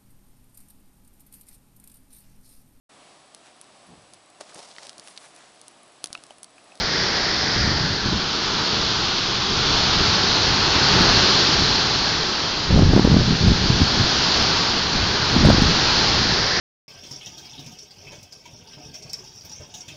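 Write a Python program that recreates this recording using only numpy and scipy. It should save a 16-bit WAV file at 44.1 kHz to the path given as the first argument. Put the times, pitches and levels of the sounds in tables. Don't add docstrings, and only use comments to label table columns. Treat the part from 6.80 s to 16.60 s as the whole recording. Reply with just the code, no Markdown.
import sys
import numpy as np
from scipy import signal
from scipy.io import wavfile
from scipy.ndimage import uniform_filter1d

SR = 44100
rng = np.random.default_rng(int(sys.argv[2]) if len(sys.argv) > 2 else 0)


def output_pcm(signal):
    pcm = np.clip(np.atleast_2d(signal).T, -1, 1) * 32767
    wavfile.write(sys.argv[1], SR, np.round(pcm).astype(np.int16))


N = 432180
HOP = 256

# time_s, roar_db, hiss_db
STORM_LEVELS = [(0.05, -31.5, -25.5), (0.18, -30, -24), (0.86, -30.5, -24), (1.21, -32, -27),
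                (1.97, -29.5, -23.5), (2.64, -30.5, -24), (2.97, -26.5, -20.5), (3.83, -26.5, -20.5),
                (4.26, -22, -18), (4.53, -25.5, -18), (6.07, -33.5, -28), (6.15, -31.5, -27.5),
                (6.59, -32, -25), (7.58, -26.5, -20), (8.07, -29.5, -24), (8.56, -27, -23),
                (9.18, -26, -19.5), (9.75, -29, -23)]


def gain_of(db):
    return 10 ** (np.asarray(db) / 20)


def unit_rms(x):
    return x / np.sqrt(np.mean(x ** 2) + 1e-20)


def spectrum_db(points, hz):
    points_hz, db = np.transpose(points)
    return np.interp(np.log(hz + 1), np.log(points_hz + 1), db)


def follow(table, t):
    time_s, *columns = np.transpose(table)
    return [np.interp(t, time_s, column) for column in columns]


def add(mix, start_s, sound):
    part = mix[max(round(start_s * SR), 0):][:len(sound)]
    part += sound[:len(part)]


def low_pass(x, hz):
    return signal.oaconvolve(x, signal.firwin(601, hz, window=("kaiser", 9), fs=SR), "same")


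def grid():
    return np.arange(N // HOP + 5)[:, None] * HOP / SR, np.fft.rfftfreq(4 * HOP, 1 / SR)


def turbulent_noise(colour_db, level_db, band_hz, patchy_db):
    t, hz = grid()
    real, imaginary, patches = rng.standard_normal((3, len(t), len(hz)))
    patches = uniform_filter1d(patches, size=16, axis=0)
    patches = unit_rms(uniform_filter1d(patches, size=10, axis=1))
    shape = gain_of(colour_db) * np.ones_like(t)
    in_band = (hz >= band_hz[0]) & (hz <= band_hz[1])
    shape /= np.sqrt((shape[:, in_band] ** 2).sum(axis=1, keepdims=True))
    spectra = (real + 1j * imaginary) * shape * gain_of(level_db + patchy_db * patches)
    return np.sqrt(3 / 2) * signal.istft(spectra.T, nperseg=4 * HOP, noverlap=3 * HOP)[1][:N]


def reflections_db(t, hz):
    # time_s, frequency_ratio, strength_ratio
    facing = [(0, 0.98, 1), (.85, 0.97, 1), (1.15, 0.86, 0.6), (1.4, 0.63, 0.2), (2.6, 0.62, 0.5),
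              (3.3, 0.69, 0.2), (3.9, 0.79, 0.1), (9.35, 0.95, 0.06), (9.65, 0.94, 0.84), (9.8, 0.99, 1)]
    # centre_hz, width_hz, gain_db
    bands = [(610, 140, 3), (1050, 220, -1.5), (2000, 265, 6), (2860, 270, -2.5), (5400, 520, 4.5)]
    shift, strength = follow(facing, t)
    return strength * sum(db * np.exp(-((hz / shift - centre) / width) ** 2 / 2)
                          for centre, width, db in bands)


def trees():
    # frequency_hz, relative_density_db
    roar_spectrum = [(20, -19), (70, -5.5), (180, 4), (270, -0.5), (380, 3.5), (520, -3.5), (660, -2.5),
                     (820, 0.9), (1200, -0.7), (1550, 0), (2100, -6.5), (3000, -12), (5000, -20.5),
                     (8000, -49)]
    t, hz = grid()
    roar_db, _ = follow(STORM_LEVELS, t)
    colour_db = spectrum_db(roar_spectrum, hz) + reflections_db(t, hz)
    return turbulent_noise(colour_db, roar_db, band_hz=(800, 1700), patchy_db=0.46)


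def far_rain():
    # frequency_hz, relative_density_db
    hiss_spectrum = [(300, -25), (1900, -16), (2400, -10), (2900, -7), (3480, -3.5), (3680, -5),
                     (4050, -1.5), (4340, 0), (5000, -3), (5650, -8), (6300, -14), (6900, -21.5),
                     (7400, -30.5), (7700, -47.5)]
    t, hz = grid()
    _, hiss_db = follow(STORM_LEVELS, t)
    colour_db = spectrum_db(hiss_spectrum, hz) + reflections_db(t, hz)
    return turbulent_noise(colour_db, hiss_db, band_hz=(3000, 7000), patchy_db=0.4)


def near_drops(drops_per_s=500, share_db=-14, spread_db=3, ring_s=0.0009, pitch_count=24):
    t = np.arange(256) / SR
    when, which, size = rng.random((int(drops_per_s * N / SR), 3)).T
    pitch_hz = np.geomspace(2600, 5600, pitch_count)[(which * pitch_count).astype(int)]
    amplitudes = gain_of(spread_db * np.minimum(-np.log(1 - size), 4))
    ticks = amplitudes[:, None] * np.exp(-t / ring_s) * np.sin(2 * np.pi * pitch_hz[:, None] * t)
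    places = (when * N).astype(int)[:, None] + np.arange(len(t))
    patter = np.bincount(places.ravel(), ticks.ravel(), N)[:N]
    _, hiss_db = follow(STORM_LEVELS, np.arange(N) / SR)
    return unit_rms(patter) * gain_of(hiss_db + share_db)


def gusts_db(t, rise_s=0.028, fall_s=0.03):
    # start_s, length_s, level_db
    gusts = [(0.77, 0.36, -25.5), (1.258, 0.094, -22.5), (2.7, 0.6, -29), (4.139, 0.07, -19.5),
             (4.28, 0.11, -24), (4.663, 0.28, -28), (5.917, 0.18, -14), (6.141, 0.06, -13),
             (6.25, 0.16, -16), (6.484, 0.065, -19), (6.632, 0.092, -16), (6.818, 0.21, -20),
             (7.13, 0.11, -21), (8.16, 0.065, -24), (8.54, 0.37, -20), (8.645, 0.055, -12),
             (9.3, 0.22, -28.5)]
    power = 1e-9
    for start_s, length_s, db in gusts:
        before = np.maximum(start_s - t, 0) / rise_s
        after = np.maximum(t - start_s - length_s, 0) / fall_s
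        power += (gain_of(db) * np.exp(-before - after)) ** 2
    return 10 * np.log10(power)


def airflow(t, draught_db=-32.5, lull_db=-29, calm_db=-32, hard_db=-13.5):
    roar_db, _ = follow(STORM_LEVELS, t)
    light_db = draught_db + 0.93 * (roar_db - lull_db)
    level_db = 20 * np.log10(np.hypot(gain_of(light_db), gain_of(gusts_db(t))))
    return level_db, np.clip((level_db - calm_db) / (hard_db - calm_db), 0, 1)


def wind_rumble(trim_db=-1.5, brighten_db=0.5, knee_hz=200):
    # frequency_hz, relative_density_db
    eddy_spectrum = [(10, -21), (25, -8.5), (50, -1.5), (90, 1), (170, -2.5), (260, -10), (400, -15.5),
                     (700, -32), (1500, -48), (4000, -79.5)]
    t, hz = grid()
    level_db, speed = airflow(t)
    octaves_up = np.log2(1 + (hz / knee_hz) ** 2) / 2
    colour_db = spectrum_db(eddy_spectrum, hz) + brighten_db * (speed - 0.5) * np.minimum(octaves_up, 2)
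    return turbulent_noise(colour_db, level_db + trim_db, band_hz=(20, 250), patchy_db=2.0)


def eddy_pulse(time_s, level_db, pitch_hz, width_cycles=0.37, grit=0.29):
    t = np.arange(-1024, 1024) / SR
    _, speed = airflow(time_s)
    swell = np.exp(-(t * pitch_hz / width_cycles) ** 2 / 2)
    shove = np.sin(2 * np.pi * (pitch_hz * t + rng.random()))
    eddy_band = signal.butter(2, [300, 750], "band", fs=SR, output="sos")
    small_eddies = unit_rms(signal.sosfilt(eddy_band, rng.standard_normal(len(t))))
    return time_s + t[0], gain_of(level_db) * swell * (shove + grit * speed ** 3 * small_eddies)


def buffets(trim_db=-1, flutters_per_s=22, flutter_hz=190, flutter_db=5, spread_db=3):
    # time_s, level_db, pitch_hz
    hard_buffets = [(0.879, -10.5, 180), (1.261, -13, 228), (1.328, -11, 198), (4.21, -10.5, 240),
                    (5.963, -5.5, 300), (5.99, -6, 144), (6.023, -1.5, 230), (6.135, -2, 207),
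                    (6.165, -1, 272), (6.178, -5, 231), (6.196, 0, 246), (6.251, -0.5, 200),
                    (6.276, -6, 350), (6.318, -6.5, 190), (6.344, -2, 202), (6.369, -2, 232),
                    (6.509, -5.5, 170), (6.682, -5, 106), (6.904, -3.5, 149), (7.018, -4.5, 207),
                    (8.567, -3, 198), (8.652, -2, 150), (8.674, -5, 210), (8.703, -1.5, 180),
                    (8.746, -5, 210), (8.784, -4, 260), (8.822, -4, 240)]
    thuds = np.zeros(N)
    for time_s, level_db, pitch_hz in hard_buffets:
        add(thuds, *eddy_pulse(time_s, level_db + trim_db, pitch_hz))
    for k, (late, size, detune) in enumerate(rng.uniform(-1, 1, (int(flutters_per_s * N / SR), 3))):
        time_s = (k + 1 + late / 2) / flutters_per_s
        level_db = gusts_db(time_s) + flutter_db + spread_db * size
        add(thuds, *eddy_pulse(time_s, level_db, flutter_hz * 2 ** (0.55 * detune)))
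    return thuds


def scene():
    return (trees() + far_rain() + near_drops() + wind_rumble() + buffets())[None]


def record(dry):
    full_scale, hardness = 0.71, 24
    narrow = low_pass(dry[0], hz=7600)
    flattened = narrow / (1 + (narrow / full_scale) ** hardness) ** (1 / hardness)
    return low_pass(flattened, hz=15800)[None]


dry = scene()
out = record(dry)
output_pcm(out)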